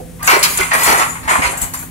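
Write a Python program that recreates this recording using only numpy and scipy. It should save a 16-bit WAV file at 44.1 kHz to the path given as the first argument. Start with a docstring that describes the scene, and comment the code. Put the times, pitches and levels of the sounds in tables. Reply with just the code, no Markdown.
"""An open scrap yard, heard through two microphone ports, the right one duller. Heavy steel is being
shifted: each landing rattles and sets a piece ringing. Big pieces crash, hollow ones boom, edges clack,
bars and pipes ring, a sheet scrapes and small bits clink down the heap. The heaps around throw back a
thin echo. An engine hums far off, wind nudges the ports, and the limiter flattens the loudest crashes."""
import sys
import numpy as np
from scipy import signal
from scipy.fft import rfft, irfft, next_fast_len
from scipy.io import wavfile
from scipy.ndimage import uniform_filter1d

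SR = 44100
rng = np.random.default_rng(int(sys.argv[2]) if len(sys.argv) > 2 else 0)


def wav_record(signal):
    """Record a signal, one row per channel, as 16-bit PCM in the file named by sys.argv[1]."""
    frames = np.transpose(np.atleast_2d(signal))
    bounded = np.clip(frames, -1, 1)
    # unit amplitude maps onto the largest positive 16-bit level
    quanta = np.round(bounded * 32767).astype(np.int16)
    wavfile.write(sys.argv[1], SR, quanta)


N = 83790
T = np.arange(N) / SR
RING_T = np.arange(SR // 2) / SR
PORT_LEAD_S = 0.0003075  # sound reaches the left port first
PORT_T = RING_T - [[0], [PORT_LEAD_S]]

# far engine's orders: f/Hz, starting level/dB, swell/(dB/s)
ENGINE_ORDERS = [(53.6, -46, 0.5), (167.3, -39, -1.5), (255.4, -47.5, 2.5)]
# wind buffets at the right port: t/s, level/dB, half length/s
GUSTS = [(0.606, -19.5, 0.028), (0.892, -25.5, 0.027), (1.086, -28, 0.012), (1.243, -29, 0.046),
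         (1.396, -19, 0.0074), (1.457, -26, 0.03), (1.64, -21, 0.02), (1.76, -45, 0.015)]
# small bits: t/s, level/dB, rattle/s, t60/s, left minus right/dB, sparkle above 12 kHz/dB
CLINKS = [(0.229, -18, 0.0017, 0.08, -1, 0.5), (0.243, -19, 0.12, 0.83, -7, -9),
          (0.269, -12.5, 0.0043, 0.21, -2, 4), (0.297, -11.5, 0.036, 0.23, -4, 0.5),
          (0.391, -20, 0.0022, 0.26, -3, -18), (0.43, -6.5, 0.013, 0.17, -3.5, -2.5),
          (0.475, -18, 0.14, 0.33, -5.5, 1), (0.574, -9.5, 0.0025, 0.079, -2.5, -14),
          (0.596, -23.5, 0.049, 1, -9.5, -21), (0.734, -16, 0.022, 0.33, -2.5, -2),
          (0.778, -18, 0.082, 1, -0.5, -1), (0.832, -9.5, 0.018, 0.28, -4, -0.5),
          (0.86, -17, 0.074, 0.55, -4, -9), (0.974, -16, 0.02, 0.38, -3.5, -28),
          (1.046, -32, 0.055, 0.86, 8.5, -24), (1.276, -28, 0.014, 0.7, -3, -14),
          (1.294, -18, 0.024, 1, -3, -19), (1.431, -22, 0.073, 0.18, -6.5, -26),
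          (1.508, -28.5, 0.012, 0.24, 14, -23), (1.572, -22, 0.0039, 0.7, -3, 1.5),
          (1.615, -15.5, 0.016, 0.21, -2.5, 0), (1.737, -20, 0.013, 0.21, -1.5, -0.5),
          (1.789, -26, 0.052, 0.23, -1, 0.5)]
# bars and pipes ringing on one note: t/s, f/Hz, level/dB, t60/s
BAR_NOTES = [(.01, 504, -34.5, 0.7), (0.207, 1185, -27.5, 0.75), (.275, 11650, -19, 0.27),
             (.275, 6530, -8.5, 0.12), (0.282, 993, -12, 0.18), (.394, 7950, -14, 0.082),
             (0.586, 373.5, -17, 0.1), (0.599, 1475, -18, 0.25), (.612, 2087, -13, 0.22),
             (.738, 9170, -15, 0.21), (.99, 1341, -16.5, 0.41), (0.997, 7200, -22.5, 0.55),
             (1.095, 7060, -20.5, 0.24), (1.291, 7060, -20.5, 0.18), (1.383, 265, -14.5, 0.083),
             (1.42, 1920, -15, 0.15), (1.52, 801, -24.5, 0.19), (1.578, 7640, -16.5, 0.055),
             (1.617, 7650, -15.5, 0.16), (1.621, 7900, -14.5, 0.13), (1.774, 7250, -20.5, 0.077),
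             (1.829, 904, -29, 0.079)]
# edges knocking together: t/s, level/dB, f/Hz
CLACKS = [(0.717, -13, 1720), (0.749, -13, 1620), (0.945, -11.5, 1220), (0.969, -23, 1870),
          (1.156, -29, 1090), (1.280, -30, 1850), (1.309, -12, 1240), (1.354, -11, 1210),
          (1.741, -25, 1140)]
# hollow pieces: t/s, level/dB, rattle/s
BOOMS = [(.0, -33, 0.019), (0.279, -23, 0.028), (0.319, -15.5, 0.051), (.585, -27.5, 0.034),
         (0.74, -28.5, 0.091), (0.874, -20, 0.061), (0.976, -23.5, .04), (1.304, -28, 0.048),
         (1.387, -32.5, 0.061), (1.455, -31, 0.073)]
# big pieces landing: t/s, level/dB, rattle/s, t60/s, bite of the edges/dB, pitch factor
CRASHES = [(0.191, -35.5, 0.021, 0.27, -20, 1.05), (0.223, -26, 0.068, 0.43, -7.5, 0.83),
           (0.274, -3.5, 0.045, 0.2, -12.5, 1.094), (0.306, -9.5, 0.059, 0.14, -9.5, 1.03),
           (0.427, -10, 0.031, 0.16, 3, 1.16), (0.521, -28, 0.14, 1, -24, 1.07),
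           (0.584, -18, 0.053, 0.073, -11, 1.21), (0.711, -12.5, 0.029, 0.31, -16, 0.96),
           (0.783, -17, 0.09, 0.51, -8, 1.015), (0.856, -11, 0.067, 0.36, -11.5, 0.99),
           (0.982, -14, 0.061, 0.18, -15, 1.017), (1.152, -29, 0.013, 0.17, -42, 1.07),
           (1.229, -31, 0.057, 0.28, -15, 0.97), (1.276, -13.5, 0.026, 0.26, -34.5, 0.96),
           (1.293, -16.5, 0.0409, 0.64, -18, 1.02), (1.418, -14.5, 0.04, 0.12, -20, 1.06),
           (1.452, -21, 0.025, 0.16, -5.5, 1.31), (1.524, -30, 0.042, 0.58, -38, 0.78),
           (1.612, -29.5, 0.04, 0.21, -9, 0.95), (1.735, -28, 0.013, 0.35, -5.5, 0.92),
           (1.824, -35, 0.0062, 0.072, -15, 0.76)]
# big steel's modes at pitch factor 1: f/Hz, relative level/dB, longest t60/s
STEEL_MODES = [(498.4, -4, 0.16), (694, -4, 0.28), (918, 11, 0.17), (1055, 6, 0.18), (1195, -2, 0.55),
               (1346, 1, 0.31), (1411, 6.5, 0.066), (1914, -4, 0.21), (1942, 18, 0.052), (2384, -4, 1)]
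# spectra of the sources: f/Hz, relative level/dB
RUMBLE_TONE = [(20, -20), (50, 2), (110, 5.5), (220, -2), (400, -8.5), (900, -20.5), (2000, -20),
               (5000, -26.5), (10000, -15), (15500, -23.5)]
WIND_TONE = [(15, 19.5), (35, -80.5), (55, 15.5), (75, -4), (120, -11), (250, -38)]
GRIT_TONE = [(1200, -22), (2900, 5), (6000, 1.5), (14000, -2)]
CLINK_TONE = [(200, -74), (1500, 1), (3000, -4), (4000, -6), (5200, -18.5), (6600, 6.5), (8000, 7.5),
              (11300, 10), (12800, 8.5), (15500, -1.5)]
BOOM_TONE = [(50, -68), (110, -40), (200, -18.5), (270, -8), (370, -2), (520, -1.5), (750, -3),
             (1300, -28.5)]
BITE_TONE = [(200, -68), (1200, -31), (2600, 2), (3500, -4.5), (4400, 6.5), (5800, 1.5), (7000, -10),
             (10000, -12)]
CRASH_TONE = [(60, -73), (150, -19), (400, -33.5), (650, -9), (1000, 2.5), (1600, -4.5), (2050, 0.5),
              (2650, -9), (3400, -17.5), (5000, -22), (9000, -27.5)]  # at pitch factor 1
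# response of the duller right port: f/Hz, gain/dB
RIGHT_PORT_TONE = [(100, 2), (6000, -0.5), (10500, -8), (13000, -27), (16000, 0)]


def amp(db):
    """Decibels to gain."""
    return 10 ** (np.asarray(db) / 20)


def unit(x):
    """Scales to rms 1."""
    return x / np.sqrt(np.mean(x ** 2) + 1e-20)


def add(mix, s, sound):
    """Mixes a stereo sound in at time s."""
    part = mix[:, max(round(s * SR), 0):][:, :sound.shape[1]]
    part += sound[:, :part.shape[1]]


def colour(x, tone):
    """Minimum-phase filter with the given spectrum."""
    hz, db = np.transpose(tone)
    f = abs(np.fft.fftfreq(4096, 1 / SR))
    log_gain = np.log(amp(np.interp(np.log(f + 1), np.log(hz), db)))
    taps = np.fft.ifft(np.exp(np.conj(signal.hilbert(log_gain)))).real[:len(f) // 2]
    n = next_fast_len(x.shape[-1] + len(taps), True)
    return irfft(rfft(x, n) * rfft(taps, n), n)[..., :x.shape[-1]]


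def plate(t60, spacing_hz, scatter_rad, count=3, rasp_db=-9.5):
    """A few irregular pieces ring at both ports: crowded random modes and a shorter rasp."""
    n = len(RING_T)
    f = np.fft.rfftfreq(n, 1 / SR)
    left, right, skew = rng.standard_normal((3, count, len(f)))
    is_mode = rng.random(left.shape) < f[1] / spacing_hz
    modes = is_mode * np.exp(2j * np.pi * rng.random(left.shape))
    lag = np.exp(1j * (scatter_rad * skew - 2 * np.pi * f * PORT_LEAD_S))
    ports = np.stack([modes * amp(2 * left), modes * amp(2 * right) * lag], axis=1)
    rasp = rng.standard_normal((count, 2, n)) * amp(rasp_db - 60 * RING_T / (0.64 * t60))
    return unit(irfft(ports, n)) * amp(-60 * RING_T / t60) + rasp


def strike(rings, db, rattle_s, first_hit, contacts_per_s=520, spread_db=3):
    """A first contact, sized against the smallest, and a rattle of others set the pieces ringing."""
    shape = (len(rings), 1, len(RING_T))
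    size = amp(spread_db * np.minimum(rng.exponential(1, shape), 3))
    hits = (rng.random(shape) < contacts_per_s / len(rings) / SR) * rng.choice([-1, 1], shape) * size
    hits[0, 0, 0] = first_hit
    hits = hits[..., :max(int(rattle_s * SR), 2)]
    sound = signal.fftconvolve(rings, hits, axes=2).sum(0)[:, :len(RING_T)]
    attack = sound[:, :int((rattle_s + 0.0055) * SR)]
    return amp(db) * sound / np.sqrt(np.mean(attack ** 2))


def engine(rumble_db=-36.5, waver_hz=2.15):
    """Far off, an engine's low orders waver in a broad rumble."""
    noise = rng.standard_normal((3, N))
    out = amp(rumble_db) * unit(colour(noise[:2] + 0.92 * noise[2], RUMBLE_TONE))
    for hz, db, swell in ENGINE_ORDERS:
        waver = np.interp(T, np.linspace(0, T[-1], 24), rng.standard_normal(24))
        out += amp(db + swell * T) * unit(np.sin(2 * np.pi * np.cumsum(hz + waver_hz * waver) / SR))
    return out


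def wind():
    """Wind on the microphone: low flutter and short buffets, mostly at the right port."""
    noise = rng.standard_normal((3, N))
    flutter = unit(colour(noise[:2] + noise[2], WIND_TONE))
    out = amp(-37.5) * flutter
    for s, db, half_s in GUSTS:
        puff = np.exp(-((T - s) / half_s) ** 2)
        out += amp(db) * flutter * puff * np.linalg.norm(puff) / np.linalg.norm(flutter[1] * puff)
    low_cut = signal.butter(3, 36, "high", fs=SR, output="sos")
    return signal.sosfiltfilt(low_cut, out) * amp([[-10], [0]])


def yard_echo(x, db=-11, t60=0.52, delay_s=0.018, echoes_per_s=1500):
    """The surrounding heaps scatter a thin tail back to the microphone."""
    shape = (2, len(RING_T))
    taps = rng.standard_normal(shape) * (rng.random(shape) < echoes_per_s / SR)
    fade = amp(-60 * RING_T / t60) * (RING_T > delay_s)
    tail = colour(taps * fade, [(200, 1), (1500, -2.5), (5000, -3), (10000, -18), (14000, -1)])
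    return amp(db) * signal.fftconvolve(x, tail / np.linalg.norm(tail[0]), axes=1)[:, :N]


def scrape(start_s=0.76, length_s=0.29, db=-24, slips_per_s=190, spread_db=12):
    """A sheet dragged over the heap catches and slips; each slip rings a few high modes."""
    out = np.zeros((2, N))
    rings = colour(plate(t60=0.042, spacing_hz=322, scatter_rad=1), GRIT_TONE)
    shape = (len(rings), 1, int(length_s * SR))
    slips = rng.random(shape) < slips_per_s / len(rings) / SR
    size = amp(spread_db * np.minimum(rng.exponential(1, shape), 2))
    grit = signal.fftconvolve(rings, slips * size, axes=2).sum(0)[:, :shape[-1]]
    add(out, start_s, amp(db) * unit(grit) * np.sin(np.linspace(0, np.pi, shape[-1])))
    return out


def clinks():
    """Small bits skitter down the heap on sparse, bright modes, mostly right of the microphone."""
    out = np.zeros((2, N))
    for s, db, rattle_s, t60, pan_db, sparkle_db in CLINKS:
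        tone = [(hz, level + sparkle_db * (hz > 12000)) for hz, level in CLINK_TONE]
        rings = colour(plate(t60, spacing_hz=114.8, scatter_rad=2.53), tone)
        add(out, s, strike(rings, db, rattle_s, first_hit=7) * amp([[pan_db / 2], [-pan_db / 2]]))
    return out


def bars(spread=0.024, build_cycles=3.4):
    """Bars and pipes ring on a tight, beating cluster of modes; the high ones lie to the left."""
    out = np.zeros((2, N))
    for s, hz, db, t60 in BAR_NOTES:
        offsets = (np.arange(6) + rng.random(6)) / 3 - 1
        mode_hz = hz * (1 + spread * offsets[:, None, None])
        cycles = mode_hz * PORT_T + rng.random(mode_hz.shape) + 0.23 * rng.standard_normal((6, 2, 1))
        fade = np.minimum(RING_T * hz / build_cycles, 1) * amp(-60 * RING_T / t60)
        ring = unit(np.sin(2 * np.pi * cycles).sum(0) * fade) * np.sqrt(np.mean(fade ** 2))
        add(out, s, amp(db) * ring * amp([[0], [-6 * min(hz / 7000, 1)]]))
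    return out


def clacks(skirt_db=-16.5):
    """Edges knock hard together: a broad, quickly damped ring around each pitch."""
    out = np.zeros((2, N))
    for s, db, hz in CLACKS:
        tone = [(hz * 2. ** octave, skirt_db * octave ** 2) for octave in range(-2, 3)]
        rings = colour(plate(t60=0.066, spacing_hz=32, scatter_rad=0.93), tone)
        add(out, s, strike(rings, db, rattle_s=0.003, first_hit=7))
    return out


def booms():
    """Hollow pieces answer low and briefly, just right of centre."""
    out = np.zeros((2, N))
    for s, db, rattle_s in BOOMS:
        rings = colour(plate(t60=0.083, spacing_hz=8.2, scatter_rad=0.99), BOOM_TONE)
        add(out, s, strike(rings, db, rattle_s, first_hit=3.8))
    return out * amp([[-1], [1]])


def clang(t60, pitch, detune=0.0065):
    """Big steel rings on a few strong modes; no two pieces are tuned quite alike."""
    count = len(STEEL_MODES)
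    phases = 2 * np.pi * rng.random((count, 1)) + 2.62 * rng.standard_normal((count, 2))
    tunings = pitch + detune * rng.standard_normal(count)
    ring = np.zeros_like(PORT_T)
    for (hz, db, mode_t60), phase, tuning in zip(STEEL_MODES, phases, tunings):
        fade = amp(db - 60 * RING_T / min(mode_t60, t60))
        ring += fade * np.sin(2 * np.pi * hz * tuning * PORT_T + phase[:, None])
    return unit(ring)


def crashes(clang_db=-5, build_s=0.002):
    """Big pieces tumble: the edges bite at once, while the clang and crowded body modes build up."""
    out = np.zeros((2, N))
    build = 1 - np.exp(-RING_T / build_s)
    for s, db, rattle_s, t60, bite_db, pitch in CRASHES:
        steel = amp(clang_db) * clang(t60, pitch)
        tone = [(hz * pitch, level) for hz, level in CRASH_TONE]
        body = unit(colour(plate(t60, spacing_hz=12, scatter_rad=0.94), tone))
        edges = unit(colour(plate(0.48 * t60, spacing_hz=213, scatter_rad=1.07), BITE_TONE))
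        rings = build * (body + steel) + amp(bite_db) * edges
        add(out, s, strike(rings, db, rattle_s, first_hit=2.45))
    return out


def scene():
    """At the microphone: falling scrap and its echo, ringing bars, the far engine and wind."""
    scrap = crashes() + clacks() + scrape() + booms() + clinks()
    return scrap + yard_echo(scrap) + bars() + engine() + wind()


def record(dry, limit_db=-5, release_db_per_s=25, cutoff_hz=15750):
    """The right port dulls the sound; the limiter ducks everything under the big crashes."""
    x = np.vstack([dry[:1], colour(dry[1:], RIGHT_PORT_TONE)])
    level_db = 10 * np.log10(abs(uniform_filter1d((x ** 2).mean(0), size=220)) + 1e-12)
    release = T * release_db_per_s
    held_db = np.maximum.accumulate(level_db + release) - release
    over_db = np.maximum(held_db - limit_db, 0)
    x = x / amp(uniform_filter1d(over_db, size=90))
    x = x / (1 + x ** 6) ** (1 / 6)  # soft overload
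    low_pass = signal.firwin(511, cutoff_hz, window=("kaiser", 8), fs=SR)
    return signal.oaconvolve(x, low_pass[None], "same")


dry = scene()
out = record(dry)
wav_record(out)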